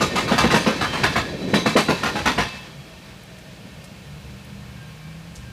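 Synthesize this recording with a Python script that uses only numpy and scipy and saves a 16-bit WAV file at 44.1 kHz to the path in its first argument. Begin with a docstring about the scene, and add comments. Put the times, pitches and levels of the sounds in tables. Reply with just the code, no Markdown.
"""A passenger train's last cars roll over a diamond crossing, a few metres from the microphone, and recede.
Three bogies drop, axle after axle, into the same four rail gaps: the track bed thuds, the bogies clatter,
the wheels ring, flanges squeak and station walls answer. The roar of the treads dies into outdoor hiss,
with light ticks close by, soft bumps and, far off, faint flange singing, an engine and a rising hum."""
import sys
import numpy as np
from scipy import signal
from scipy.fft import rfft, irfft, next_fast_len
from scipy.io import wavfile
from scipy.ndimage import uniform_filter1d

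SR = 44100
rng = np.random.default_rng(int(sys.argv[2]) if len(sys.argv) > 2 else 0)


def dump_mix(stems):
    """Bounce the given channels to the path in sys.argv[1] as a 16-bit WAV at rate SR."""
    frames = np.atleast_2d(stems).T  # one column per channel
    limited = np.clip(frames, -1, 1)  # hard clip at full scale
    pcm = np.round(limited * 32767).astype(np.int16)
    wavfile.write(sys.argv[1], SR, pcm)


N = 243424
T = np.arange(N) / SR
BLOW_N = SR // 2
AGE = T[:BLOW_N]  # seconds since a blow


def undb(db):
    """Decibels to gain."""
    return 10 ** (np.asarray(db) / 20)


def unit(x):
    """Scale to rms 1."""
    return x / np.sqrt(np.mean(x ** 2) + 1e-20)


def curves(table):
    """The columns of a table as curves over time."""
    times_s, *columns = np.transpose(table)
    return [np.interp(T, times_s, column) for column in columns]


def add(track, start_s, sound):
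    """Mix a sound in at start_s."""
    start = max(int(start_s * SR), 0)
    track[start:start + len(sound)] += sound[:N - start]


def walk(rate_hz, size=N):
    """Smooth random drift of spread near 1, turning about rate_hz times a second."""
    step = max(int(SR / rate_hz), 2)
    stairs = np.repeat(rng.standard_normal(size // step + 2), step)
    return 1.06 * uniform_filter1d(stairs, step)[rng.integers(step):][:size]


def noise(colour=((20, 0), (20000, 0)), lo_hz=15, hi_hz=20000, size=N, ripple_db=0, ripple_hz=100):
    """A band of noise, rms 1, with a (freq_hz, level_db) colour; ripple adds dense steel resonances."""
    length = next_fast_len(size)
    f = np.maximum(np.arange(length // 2 + 1) * SR / length, 1)
    hz, db = np.transpose(colour)
    ripple = ripple_db * np.interp(f / ripple_hz, np.arange(1024), rng.standard_normal(1024))
    band_edges = np.sqrt((1 + (lo_hz / f) ** 10) * (1 + (f / hi_hz) ** 10))
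    gain = undb(np.interp(np.log(f), np.log(hz), db) + ripple) / band_edges
    return unit(irfft(rfft(rng.standard_normal(length)) * gain, length)[:size])


def fade(t60_s, hold_s=0):
    """Full strength for hold_s, then down 60 dB in t60_s."""
    return np.exp(-np.log(1000) * np.maximum(AGE - hold_s, 0) / t60_s)


def rise(seconds):
    """Contact builds up over a short time."""
    return 1 - np.exp(-(AGE / seconds) ** 2)


def burst(carrier, envelope):
    """A carrier under an envelope, with the envelope's energy."""
    return unit(carrier * envelope) * np.sqrt(np.mean(envelope ** 2))


def ring(modes, detune):
    """Damped modes set off together; each contact point detunes them a little."""
    shifts = 1 + detune * rng.standard_normal(len(modes))
    return sum(undb(db) * fade(t60_s) * np.cos(2 * np.pi * hz * shift * AGE)
               for (hz, db, t60_s), shift in zip(modes, shifts))


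def tone(hz, rough, rate_hz, size=N):
    """A partial of rms 1 whose strength and phase wander."""
    wander = 1 + rough * (walk(rate_hz, size) + 1j * walk(rate_hz, size))
    return unit(np.real(wander * np.exp(2j * np.pi * (hz * T[:size] + rng.random()))))


def swells(table, rough, rate_hz):
    """Short tones that swell and die away."""
    return sum(undb(db) * np.exp(-.5 * ((T - peak_s) / width_s) ** 2) * tone(hz, rough, rate_hz)
               for peak_s, db, hz, width_s in table)


def stirred(kicks, t60_s):
    """Strength of a vibration that each kick (start_s, level_db) tops up and that dies away between."""
    energy = np.zeros(N)
    for start_s, db in kicks:
        add(energy, start_s, (undb(db) * rise(0.01) * fade(t60_s)) ** 2)
    return np.sqrt(energy)


# The cars rolling past, close to the microphone: time_s, rumble_db, steel_db
ROLL_LEVELS = [(0.0, -24.5, -29), (0.44, -27, -29), (1.13, -25, -29), (1.31, -29.5, -37),
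               (1.57, -22.5, -36), (1.69, -32, -30), (2.34, -28, -32.5), (2.53, -41.5, -34.5),
               (2.8, -48.5, -48)]
# Colour of the roar at the trackside: freq_hz, level_db
ROAR_COLOUR = [(15, -44), (25, 9), (221, 2), (469, -2.5), (631, -3.5), (1050, -9.5), (1340, -12.5),
               (1750, -9), (1950, -13), (2620, -12), (2840, -15), (4040, -13.5), (4370, -13.5),
               (12200, -36), (15500, -42)]
# The rails, still ringing behind the train: pitch_hz, level_db
RAIL_PARTIALS = [(1820, 2), (2200, 0), (2390, -2.5), (2480, -14), (2630, 0.5), (3020, -5.5), (3311, -5.5),
                 (3957, -1.5), (4177, -8.5), (4720, -4.5)]


def rolling():
    """Rough treads shake ground and car bodies and hiss on the steel; blows stir ground and rails too."""
    rumble_db, steel_db = curves(ROLL_LEVELS)
    gone_s = np.maximum(T - ROLL_LEVELS[-1][0], 0)  # since the last car left the crossing
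    recede_db, rail_loss_db = 4 * gone_s, 0.1 * gone_s
    ground_kicks = [(s, bogie_db + gap_db) for s, _, (*_, bogie_db), (*_, gap_db) in axle_hits()]
    rail_kicks = [(s, -48) for s, _ in ground_kicks]
    shake = np.hypot(undb(rumble_db - 15 - recede_db), stirred(ground_kicks, t60_s=0.6))
    sustain = np.hypot(undb(steel_db - 8 - rail_loss_db), stirred(rail_kicks, t60_s=1.14))
    ground = noise(ROAR_COLOUR, 51, 142) * shake * undb(4.2 * walk(22.1))
    bodies = noise(ROAR_COLOUR, 129, 606) * undb(rumble_db - 3 - recede_db + 2.8 * walk(29.92))
    roar = noise(ROAR_COLOUR, 780, 15000) * undb(steel_db - 4 - recede_db + 2.06 * walk(30.4))
    rails = unit(sum(undb(db) * tone(hz, rough=3.5, rate_hz=40 + hz / 60) for hz, db in RAIL_PARTIALS))
    return ground + bodies + roar + rails * sustain


# Modes of the track bed under the crossing: pitch_hz, level_db, t60_s
BED_MODES = [(131, -4.5, 0.1), (163, -6.5, 0.27), (216, 4, 0.16)]


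def bed_thud(rattle_s):
    """The track bed booms under the wheel and the ballast shifts."""
    ballast = burst(noise(lo_hz=125, hi_hz=276, size=BLOW_N), rise(0.011) * fade(0.19, 0.5 * rattle_s))
    return 1.63 * ring(BED_MODES, detune=0.045) * rise(0.0055) + 0.86 * ballast


# Modes of the crossing frame: pitch_hz, level_db, t60_s
FRAME_MODES = [(337, 2.5, 0.11), (427.7, 2.5, 0.16), (487, 6.5, 0.13), (670, 2, 0.11)]
# Colour of a blow from a few metres away: freq_hz, level_db
CLATTER_COLOUR = [(120, -33), (200, -9.5), (596, -5.5), (1150, -8), (1230, -7.5), (1380, -10.5),
                  (1810, -11.5), (2460, -15.5), (2650, -14), (3550, -16.5), (3960, -12.5), (4490, -16.5),
                  (12500, -35.5), (15500, -45)]


def clatter(rattle_s, snap_db):
    """Frame and sleepers knock, loose bogie parts clang, and bare steel meets steel with a crack."""
    chatter = unit(undb(1.8 * walk(300, BLOW_N)))  # parts rebound many times within one blow
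    low = noise(CLATTER_COLOUR, 257, 545, BLOW_N) * chatter
    middle = noise(CLATTER_COLOUR, 733, 3020, BLOW_N, ripple_db=4, ripple_hz=59.2) * chatter
    high = noise(CLATTER_COLOUR, 2980, 17000, BLOW_N, ripple_db=3.5, ripple_hz=109.5) * chatter
    sleepers = burst(low, rise(0.0014) * fade(0.17, 1.19 * rattle_s))
    knock = 0.6 * ring(FRAME_MODES, detune=0.016) * rise(0.0034) + 0.79 * sleepers
    snap = undb(snap_db + 7) * fade(0.028)
    clang = burst(middle, rise(0.002) * (fade(0.21, 0.98 * rattle_s) + undb(-24) * snap))
    crack = burst(high, rise(0.0081) * (fade(0.28, rattle_s) + snap))
    return knock, clang, crack


# Modes of wheel and rail at the crossing: pitch_hz, level_db, t60_s
STEEL_MODES = [(770, -9, 0.26), (879, 1, 0.26), (1044, 3, 0.36), (1241, 3, 0.16), (1692, -5, 0.27),
               (1827, -11, 0.45), (2050, 0, 0.26), (2345, 0, 0.48), (2623, 3.5, 0.34), (2688, -2, 0.27),
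               (3194, -17, 0.32), (3290, -6, 0.74), (3550, -3.5, 0.57), (3860, -19.5, 0.89),
               (3956, -14.5, 0.71), (4130, -26, 0.28), (4680, -8.5, 0.58), (6280, -21, 1),
               (7400, -15, 0.23), (8834, -22, .25), (12170, -26, .15)]


def wheel_ring(wheel_hz, rail_hz, lean):
    """Contact favours modes near the wheel's and rail's pitches; spin smears the higher ones most."""
    favour_db, width_octaves, rail_share = 17.5, 0.093, 0.82
    pitches_hz, levels_db, _ = np.transpose(STEEL_MODES)
    nearness = sum(share * np.exp(-(np.log2(pitches_hz / centre_hz) / width_octaves) ** 2)
                   for centre_hz, share in [(wheel_hz, lean), (rail_hz, rail_share * (1 - lean))])
    gains = undb(levels_db + favour_db * nearness)
    gains /= np.linalg.norm(gains)
    modes = sum(gain * fade(t60_s) * tone(hz, rough=1.5, rate_hz=50 + hz / 50, size=BLOW_N)
                for gain, (hz, _, t60_s) in zip(gains, STEEL_MODES))
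    return modes * rise(0.011)


# Bogies passing the microphone; each sways once, leaning a flange on the rail so its wheel rings out:
# start_s, weight_db, force_db, lean_peak_s, lean_width_s, lean_ring_db, lean_crack_db, wheel_hz, shake_db
BOGIE_PASSES = [(-0.342, -3, -2, 0.075, 0.4, 16, 5.5, 1240, 0),
                (0.313, -0.5, -0.5, 0.88, 0.14, 3, 0, 1680, -1.5),
                (1.535, 0.5, -0.5, 1.52, 0.17, 6.5, 5, 3900, -3.5)]
# Rail gaps a few metres off, two worn and heavy, then two hard and bright:
# delay_s, thud_db, knock_db, clang_db, crack_db, snap_db, rattle_s, bed_early_s, ring_db, rail_hz,
# rear_bed_db, rear_steel_db, rear_snap_db, shake_db
RAIL_GAPS = [(0.0, -15, -18.5, -16.5, -27.5, -18, 0.0095, 0.003, -26.5, 1260, -1.5, -1, -4, -41),
             (0.226, -15.5, -15, -15, -24, -5, 0.025, 0.008, -25, 2650, -3.5, -4.5, 3, -42),
             (0.496, -28, -31, -21, -31.5, 11.5, 0.039, 0.0, -27, 920, -4, -4.5, -5, -32),
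             (0.720, -25, -26.5, -16, -26, 13.5, 0.022, 0.0004, -19.5, 1780, -0.5, -2, -17, -29.5)]


def axle_hits():
    """Both axles of each bogie meet each gap; lists (start_s, rear, bogie, gap) from time zero on."""
    axle_lag_s = 0.122  # one wheelbase
    hits = [(start_s + delay_s + rear * axle_lag_s, rear, bogie, gap)
            for start_s, *bogie in BOGIE_PASSES for delay_s, *gap in RAIL_GAPS for rear in (0, 1)]
    return [hit for hit in hits if hit[0] >= 0]


def wheel_blows():
    """A wheel hits a gap: the bed thuds at once, bogie steel rattles on, wheel and rail ring longest."""
    out = np.zeros(N)
    for start_s, rear, bogie, gap in axle_hits():
        weight_db, force_db, lean_peak_s, lean_width_s, lean_ring_db, lean_crack_db, wheel_hz, _ = bogie
        (thud_db, knock_db, clang_db, crack_db, snap_db, rattle_s, bed_early_s, ring_db, rail_hz,
         rear_bed_db, rear_steel_db, rear_snap_db, _) = gap
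        lean = np.exp(-.5 * ((start_s - lean_peak_s) / lean_width_s) ** 2)
        knock, clang, crack = clatter(rattle_s, snap_db + rear * rear_snap_db)
        bed = undb(thud_db) * bed_thud(rattle_s) + undb(knock_db) * knock
        metal = undb(clang_db) * clang + undb(crack_db + lean * lean_crack_db) * crack
        metal += undb(ring_db + lean * lean_ring_db) * wheel_ring(wheel_hz, rail_hz, lean)
        bed_s = start_s if rear else start_s - bed_early_s  # the bed gives early under a front axle
        add(out, bed_s, undb(weight_db + rear * rear_bed_db) * bed)
        add(out, start_s, undb(force_db + rear * rear_steel_db) * metal)
    return out


def station_echo(near):
    """A slap from the brick tower and a thin diffuse tail from walls and car sides."""
    slap_s, slap_db, tail_db = 0.022, -20.5, -25.5
    tail = noise(lo_hz=120, hi_hz=5640, size=BLOW_N) * rise(0.013) * fade(t60_s=0.77)
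    response = undb(tail_db) * unit(tail) / np.sqrt(BLOW_N)
    add(response, slap_s, undb([slap_db]))
    return signal.fftconvolve(near, response)[:N]


# Squeaks at the crossing, close by: peak_s, level_db, pitch_hz, width_s
GUARD_RAIL_SQUEAKS = [(.07, -37, 3880, 0.024), (.11, -40, 1830, 0.066), (.62, -42, 6160, 0.08),
                      (.627, -41, 8900, .011), (.93, -36, 3140, 0.058), (1.17, -37, 1680, 0.084),
                      (1.61, -42, 6210, 0.055), (1.69, -41, 3960, 0.27), (1.99, -54, 2620, 0.042),
                      (2.5, -41.5, 2630, .08), (2.68, -56, 3290, 0.24)]


def flange_squeaks():
    """Flanges scrape the guard rail in short, rough tones."""
    return swells(GUARD_RAIL_SQUEAKS, rough=0.56, rate_hz=100)


# Open air all around the microphone: freq_hz, level_db
AIR_COLOUR = [(150, -35), (250, -1), (330, -4), (405, -9), (450, -2.5), (809, -8.5), (882, -8.5),
              (1120, -11), (1590, -10), (1950, -13.5), (2320, -10), (2480, -9), (15500, -30)]


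def outdoor_hiss():
    """A smooth hiss, uncovered as the cars leave."""
    return noise(AIR_COLOUR, 250, 20500) * undb(-47 + 0.22 * walk(2.9))


# The train from far down the line: freq_hz, level_db
FAR_TRAIN_COLOUR = [(13, -52), (22, -20), (36, -6), (59, -1), (123, -2), (144, 2.5), (198, 0.5), (222, -5),
                    (271, -13.5), (500, -32), (650, -44), (1100, -120)]


def far_rumble():
    """The distant train carries as a low, wavering rumble."""
    return noise(FAR_TRAIN_COLOUR, 27, 295) * undb(-43.5 + 1.94 * walk(16))


# Light ticks near the microphone: start_s, level_db, centre_hz, t60_s
NEAR_TICKS = [(2.612, -51, 13200, .06), (3.235, -50, 11500, .06), (3.387, -47.5, 9000, .06),
              (3.842, -41.5, 8500, 0.073), (4.447, -49, 10500, 0.038), (5.355, -40, 7200, 0.25)]


def light_ticks():
    """Each tick is grainy treble noise with a sharp onset and a short tail."""
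    out = np.zeros(N)
    for start_s, db, centre_hz, t60_s in NEAR_TICKS:
        band = noise(lo_hz=0.55 * centre_hz, hi_hz=1.13 * centre_hz, size=BLOW_N)
        grain = band * undb(3.7 * walk(670, BLOW_N))
        add(out, start_s, undb(db) * burst(grain, 0.67 * fade(t60_s) + 0.96 * fade(0.0051)))
    return out


# Low bumps at the trackside: peak_s, level_db, pitch_hz, width_s
LOW_BUMPS = [(2.78, -37.5, 138, 0.022), (4.27, -37, 72, 0.032), (5.39, -38.5, 53.2, 0.023)]


def soft_bumps():
    """Each bump is a brief swell of bass."""
    return swells(LOW_BUMPS, rough=0.21, rate_hz=30)


# Wheels in the distant curve: peak_s, level_db, pitch_hz, width_s
CURVE_NOTES = [(3.1, -58, 646, 0.51), (3.62, -58.5, 616, 0.26), (3.85, -60.5, 554, 0.14),
               (4.88, -56, 1596, 0.21), (5.03, -54, 2330, .1), (5.1, -61, 1070, 0.55),
               (5.48, -55, 1594, 0.092)]


def flange_singing():
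    """Flanges rub the rail through the curve and sing faintly."""
    return swells(CURVE_NOTES, rough=0.58, rate_hz=37)


# An engine, far off: time_s, firing_hz, level_db
ENGINE_RUN = [(3.6, 24.07, -59.5), (4.25, 24.68, -43.5), (4.7, 24.64, -40.5), (5.2, 23.93, -49.5),
              (5.42, 24.2, -39.5)]
# Its harmonics: multiple, level_db
ENGINE_ORDERS = [(3, -6.5), (5, -3), (8, -8.5)]


def far_engine():
    """The engine drones at multiples of its slightly unsteady firing rate."""
    firing_hz, level_db = curves(ENGINE_RUN)
    firings = np.cumsum(firing_hz * (1 + 0.0062 * walk(12))) / SR
    drone = sum(undb(db + 2 * walk(9)) * np.sin(2 * np.pi * multiple * firings)
                for multiple, db in ENGINE_ORDERS)
    return unit(drone) * undb(level_db)


# A hum in the distance: time_s, pitch_hz, level_db
HUM_CLIMB = [(3.95, 143, -74), (4.1, 144.6, -40), (4.4, 150, -50), (5.08, 156, -40.5), (5.3, 169, -39.5),
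             (5.5, 169, -71)]


def rising_hum():
    """One wavering low tone climbs in pitch."""
    pitch_hz, level_db = curves(HUM_CLIMB)
    cycles = np.cumsum(pitch_hz * (1 + 0.0067 * walk(15))) / SR
    return unit(np.sin(2 * np.pi * cycles)) * undb(level_db + 1.1 * walk(17))


def scene():
    """From one spot beside the crossing: the train and its echo, the open air, the distance."""
    near = wheel_blows() + flange_squeaks()
    train = rolling() + near + station_echo(near)
    surroundings = outdoor_hiss() + light_ticks() + soft_bumps()
    distance = far_rumble() + flange_singing() + far_engine() + rising_hum()
    return (train + surroundings + distance)[None]


def record(dry):
    """The mono microphone sheds the deepest bass and rounds the highest peaks; the top is cut."""
    low_cut_hz, top_hz, ceiling = 38, 15300, 0.68
    thinned = signal.sosfilt(signal.butter(2, low_cut_hz, "high", fs=SR, output="sos"), dry)
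    rounded = ceiling * np.tanh(thinned / ceiling)
    return signal.sosfilt(signal.ellip(10, .2, 80, top_hz, fs=SR, output="sos"), rounded)


dry = scene()
out = record(dry)
dump_mix(out)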